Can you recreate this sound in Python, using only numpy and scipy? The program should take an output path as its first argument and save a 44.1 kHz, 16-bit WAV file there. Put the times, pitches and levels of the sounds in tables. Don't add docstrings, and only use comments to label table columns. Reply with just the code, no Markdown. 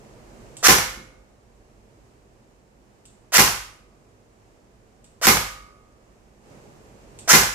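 import sys
import numpy as np
from scipy import signal
from scipy.fft import rfft, irfft, next_fast_len
from scipy.io import wavfile
from scipy.ndimage import uniform_filter1d, minimum_filter1d

SR = 44100
rng = np.random.default_rng(int(sys.argv[2]) if len(sys.argv) > 2 else 0)


def int16_out(signal):
    q = np.round(np.clip(np.atleast_2d(signal).T, -1, 1) * 32767)
    wavfile.write(sys.argv[1], SR, q.astype(np.int16))


N = 332646
FLIGHT_S = .012

# (motor start t/s, delay to the slam/s, then level/dB of: gears, rack caught,
# rack let go, pop of air, barrel knock, spring, loose metal parts)
FIRING_CYCLES = [(0.6282, 0.054, -7, 5, 12, 11, 10, -6, 8.5), (3.321, .06, -9.5, 12, 15.5, 9, 1, -5, -5),
                 (5.2143, .0545, -13, -10, 3.5, 13, -5, 5, 6), (7.2764, .0537, -6, 5, 14.5, 12, -1, -5, 3)]
# (f/Hz, left-right correlation)
ECHO_LIKENESS = [(60, 0.99), (150, .97), (290, .85), (640, .35), (1400, .1), (3000, 0.0097)]


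def piston():
    # (f/Hz, level/dB)
    strike = [(30, -26), (60, -16), (200, -5), (450, 0), (680, -6.5), (790, 5.5), (1300, 1.5), (2200, -2.5),
              (3400, -2), (5700, 1), (7600, -2.5), (9200, -6.5), (11500, 1), (13500, -3.5), (15500, -9)]
    clack = [(300, -30), (660, -14), (790, 0), (900, -5.5), (1200, 1.5), (1700, 2), (2100, 2), (2600, -6),
             (3600, -18.5), (9000, -30)]
    # (f/Hz, level/dB, t60/s)
    shell_modes = [(392.7, -6, 0.35), (770, 4, 0.16), (1032, 0, 0.34), (1430, -0.5, 0.059), (1648, -2, .16),
                   (2020, -5.5, .15), (2127, 1.5, .25), (2460, -2, .2), (2750, -4, 0.25), (4910, -6, 0.29),
                   (5692, -5, 0.25)]
    spring_modes = [(1147, -9, 1.2), (1195, -5, 0.93), (1245, -1, 1)]
    metal_modes = [(520, -8.5, 1), (1430, -9, 0.87), (1486, -6, .8), (1590, -8, 0.47), (2147, -0.5, 0.67),
                   (2153, -2, .75), (2210, -1.5, .7), (2290, -5.5, .7), (2380, -8, .6), (2972, -13, 0.7)]
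    crack, close = np.zeros(N), np.zeros((2, N))
    for s, slam_after, *_, spring_db, metal_db in FIRING_CYCLES:
        slam = s + slam_after
        add(crack, slam, amp(21.5) * colour(burst(t60=.055), strike))
        add(close, slam, amp(16.5) * ring(shell_modes))
        add(close, slam, amp(spring_db) * ring(spring_modes))
        add(close, slam, amp(metal_db) * ring(metal_modes))
        for side in close:
            add(side, slam, amp(19.5) * colour(burst(t60=.02), strike))
            add(side, slam, amp(16) * colour(burst(t60=.13), clack))
    return room(crack, direct_db=-8.5, build_s=.0019) + close


def muzzle(air_delay_s=.0045, wall_s=.0183, wall_db=-5):
    # (f/Hz, level/dB)
    pop_spectrum = [(25, -21.5), (50, -8.5), (100, -0.5), (130, -1.5), (165, 4), (220, -0.5), (300, -4),
                    (420, -4), (700, -10.5), (2000, -24), (8000, -46.5)]
    knock_spectrum = [(150, -22), (280, -4), (390, 1), (500, -5), (800, -18), (3000, -43.5)]
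    bump_spectrum = [(30, -9.5), (70, -2), (130, 1), (230, -1.5), (400, -7.5), (1000, -27), (4000, -55.5)]
    # (f/Hz, level/dB, t60/s)
    room_modes = [(47, -4, 1.3), (59, 1, .7), (104, 4, .5), (162, 7, .22), (199, 4, .22), (222, 4.5, .22)]
    # (t/s, level/dB)
    handling = [(0.974, -13), (.999, -15.5)]
    pop, knock, bump = (colour(np.ones(1), tone) for tone in (pop_spectrum, knock_spectrum, bump_spectrum))
    thumps, boom = np.zeros(N), np.zeros((2, N))
    for s, slam_after, _, _, _, pop_db, knock_db, _, _ in FIRING_CYCLES:
        slam = s + slam_after
        air = slam + air_delay_s
        add(thumps, slam - FLIGHT_S, amp(-3.5) * bump)
        add(thumps, air, amp(pop_db) * pop)
        add(thumps, air + wall_s, amp(pop_db + wall_db) * pop)
        add(thumps, air, amp(knock_db) * knock)
        add(boom, air, amp(pop_db - 5) * ring(room_modes))
    for s, db in handling:
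        add(thumps, s, amp(db) * bump)
    return room(thumps, direct_db=-1, build_s=.006) + boom


def gearbox(draw_s=.028, cycle_s=.156):
    # (f/Hz, level/dB)
    jolt = [(60, -32), (150, -20), (300, -5), (520, 6), (800, -1.5), (1300, 4), (2200, -7), (4000, -14.5),
            (6500, -10), (15000, -27.5)]
    rack = [(60, -32), (200, -17), (450, -6), (1000, -3), (2000, -5), (3500, -5), (6500, 3), (9000, 0),
            (12000, 1.5), (15000, -6.5)]
    latch = [(100, -24.5), (500, -7.5), (1300, -2.5), (2400, -5.5), (4000, -11), (8000, -15),
             (15000, -21.5)]
    gears, stops = np.zeros(N), np.zeros(N)
    for s, slam_after, gear_db, catch_db, release_db, *_ in FIRING_CYCLES:
        release = s + slam_after - FLIGHT_S
        add(gears, s, amp(gear_db + 6) * colour(burst(t60=.02), jolt))
        add(gears, s, amp(gear_db) * wind_up(release - s))
        add(gears, release - draw_s, amp(catch_db) * colour(burst(t60=.02), rack))
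        add(gears, release, amp(release_db) * colour(burst(t60=.02), rack))
        add(stops, s + cycle_s, amp(7.5) * colour(burst(t60=.032), latch))
    return room(gears, direct_db=-4.5, build_s=.0015) + room(stops, direct_db=1, build_s=.002)


def wind_up(length_s, start_hz=430, climb_hz=2100, climb_s=.055, slack_db=-27, load_s=.011, coast_s=.0052):
    # (f/Hz, level/dB)
    rattle_spectrum = [(100, -38), (300, -18), (500, -8), (800, -7), (1400, 2.5), (2200, -1), (3900, -5),
                       (6500, 3), (8700, -8), (12000, -9.5), (15000, -11.5)]
    resonances = [(300, -12), (520, -3.5), (800, -11), (1150, -4), (1450, 2), (1750, -2), (2200, -1),
                  (3200, -7), (7000, -14.5)]
    t = np.arange(SR // 6) / SR
    waver = .96 * uniform_filter1d(rng.standard_normal(len(t)), size=64)
    mesh_hz = (start_hz + climb_hz * np.minimum(t / climb_s, 1)) * (1 + waver)
    phase = 2 * np.pi * np.cumsum(mesh_hz) / SR
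    drive = np.exp(-np.maximum(t - length_s, 0) / coast_s)
    load = amp(slack_db * np.exp(-t / load_s))
    rattle = rng.standard_normal(len(t)) * (1 + .7 * np.cos(phase))
    whine = np.sin(phase) + .28 * np.sin(2 * phase)
    return (colour(rattle * load * drive, rattle_spectrum)
            + amp(-12) * colour(whine * load ** .59 * drive, resonances))


def trigger(echo_s=.006, echo_db=-4):
    # (t/s, level/dB)
    pulls = [(0.568, -11), (3.054, -20.5), (5.0427, -24), (7.189, -12.5)]
    # (f/Hz, level/dB)
    tick_spectrum = [(300, -27.5), (1700, -21), (2700, -6), (4500, -8.5), (6500, -7), (7300, 1),
                     (8400, 2.5), (9500, -13.5), (12000, -18), (13500, -34)]
    ticks = np.zeros(N)
    for s, db in pulls:
        tick = amp(db - 1) * colour(burst(t60=.028), tick_spectrum)
        add(ticks, s, tick)
        add(ticks, s + echo_s, amp(echo_db) * tick)
    return room(ticks, direct_db=0, build_s=.003)


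def room(x, direct_db, build_s):
    # (f/Hz, t60/s)
    decay_times = [(60, .5), (300, 0.28), (1000, .49), (2200, 0.52), (5000, 0.47), (9000, 0.45),
                   (15000, 0.34)]
    size = 2 * SR // 3
    hz, t, spectra = signal.stft(rng.choice([-1., 1.], (2, size)), SR, nperseg=256)
    spectra = pair(spectra.transpose(0, 2, 1), hz, ECHO_LIKENESS) * decay(t[:, None], read(decay_times, hz))
    tail = signal.istft(spectra.transpose(0, 2, 1), SR, nperseg=256)[1][:, :size]
    response = unit(tail * (1 - np.exp(-np.arange(size) / SR / build_s)))
    response[[0, 1], [4, 0]] += amp(direct_db)
    return signal.oaconvolve(x[None], unit(response), axes=1)[:, :N]


def room_tone():
    # (f/Hz, level/dB)
    hush = [(45, -24.5), (80, -11.5), (105, -1.5), (150, -5.5), (170, -12), (200, -4.5), (290, -10),
            (380, -7), (600, -10.5), (1400, -21), (2600, -25.5), (3500, -31.5), (7400, -29), (9500, -36),
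            (15000, -45)]
    rumble = [(15, -24.5), (26, -11.5), (38, -3.5), (50, 0), (62, -3.5), (80, -15), (150, -26),
              (500, -58.5)]
    return (noise_bed(hush, db=-56.5, swell_db=8, wander_db=.61)
            + noise_bed(rumble, db=-62, swell_db=4, wander_db=1.75))


def noise_bed(spectrum, db, swell_db, wander_db, quiet_from_s=1.25, quiet_until_s=6.4):
    # (f/Hz, left-right correlation)
    likeness = [(60, 1), (130, 0.64), (290, .8), (640, .3), (1400, -0.32), (3000, 0.0074)]
    size, t = next_fast_len(N), np.arange(N) / SR
    hz = np.fft.rfftfreq(size, 1 / SR)
    white = pair(rfft(rng.standard_normal((2, size))), hz, likeness)
    noise = irfft(white * amp(read(spectrum, hz)), size)[:, :N]
    swell = np.clip(np.maximum((quiet_from_s - t) / .5, (t - quiet_until_s) / .12), 0, 1)
    wander = sum(np.sin(2 * np.pi * (f * t + rng.random())) for f in np.geomspace(.25, 2.5, 10))
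    return unit(noise) * np.sqrt(N) * amp(db + swell_db * swell + wander_db * wander / wander.std())


def burst(t60):
    t = np.arange(SR // 4) / SR
    rattle = rfft(rng.standard_normal(len(t)) * decay(t, t60), 2 * len(t))
    return unit(irfft(rattle / abs(rattle))[:len(t)])


def ring(modes, attack_s=.0015):
    t = np.arange(int(max(t60 for _, _, t60 in modes) * SR)) / SR
    out = np.zeros((2, len(t)))
    for hz, db, t60 in modes:
        spread = np.arccos(read(ECHO_LIKENESS, hz)) * rng.choice([-.5, .5])
        phase = rng.uniform(0, 2 * np.pi) + np.array([[spread], [-spread]])
        out += amp(db) * decay(t, t60) * np.sin(2 * np.pi * hz * t + phase)
    return unit(out * (1 - np.exp(-t / attack_s)))


def colour(x, spectrum, size=4096):
    hz = abs(np.fft.fftfreq(size, 1 / SR))
    log_gain = np.log(amp(read(spectrum, hz)))
    response = np.exp(np.conj(signal.hilbert(log_gain)))
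    taps = np.fft.ifft(response).real[:size // 2]
    return signal.fftconvolve(x, unit(taps))


def pair(spectra, hz, likeness):
    same = read(likeness, hz)
    return np.array([spectra[0], same * spectra[0] + np.sqrt(1 - same ** 2) * spectra[1]])


def decay(t, t60):
    return np.exp(-np.log(1000) * t / t60)


def amp(db):
    return 10 ** (np.asarray(db) / 20)


def unit(x):
    return x / np.sqrt(np.sum(x ** 2, -1, keepdims=True) + 1e-20)


def read(points, hz):
    f, value = np.transpose(points)
    return np.interp(np.log(hz + 1), np.log(f + 1), value)


def add(mix, s, sound):
    part = mix[..., round(s * SR):][..., :sound.shape[-1]]
    part += sound[..., :part.shape[-1]]


def scene():
    # (f/Hz, left minus right level/dB)
    balance = [(60, -3.5), (200, -3.5), (700, -1.65), (1300, -2.5), (2400, -1.5), (6000, -3.5),
               (9000, -0.9), (15000, 2)]
    mix = trigger() + gearbox() + piston() + muzzle() + room_tone()
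    size = next_fast_len(N + SR // 4)
    lean_db = read(balance, np.fft.rfftfreq(size, 1 / SR))
    return irfft(rfft(mix, size) * amp([lean_db / 2, -lean_db / 2]), size)[:, :N]


def record(dry, threshold_db=-7.0, recover_db_per_s=500, cutoff_hz=15600):
    power = abs(uniform_filter1d((dry ** 2).mean(0), size=100))
    over_db = np.maximum(10 * np.log10(power + 1e-12) - threshold_db, 0)
    recovery_db = np.arange(N) / SR * recover_db_per_s
    held_db = np.maximum.accumulate(over_db + recovery_db) - recovery_db
    ahead_db = minimum_filter1d(-held_db, size=260, origin=-130)
    limited = np.clip(dry * amp(uniform_filter1d(ahead_db, size=100)), -1, 1)
    low_pass = signal.firwin(511, cutoff_hz, window=("kaiser", 9), fs=SR)
    return signal.oaconvolve(limited, low_pass[None], "same")


dry = scene()
out = record(dry)
int16_out(out)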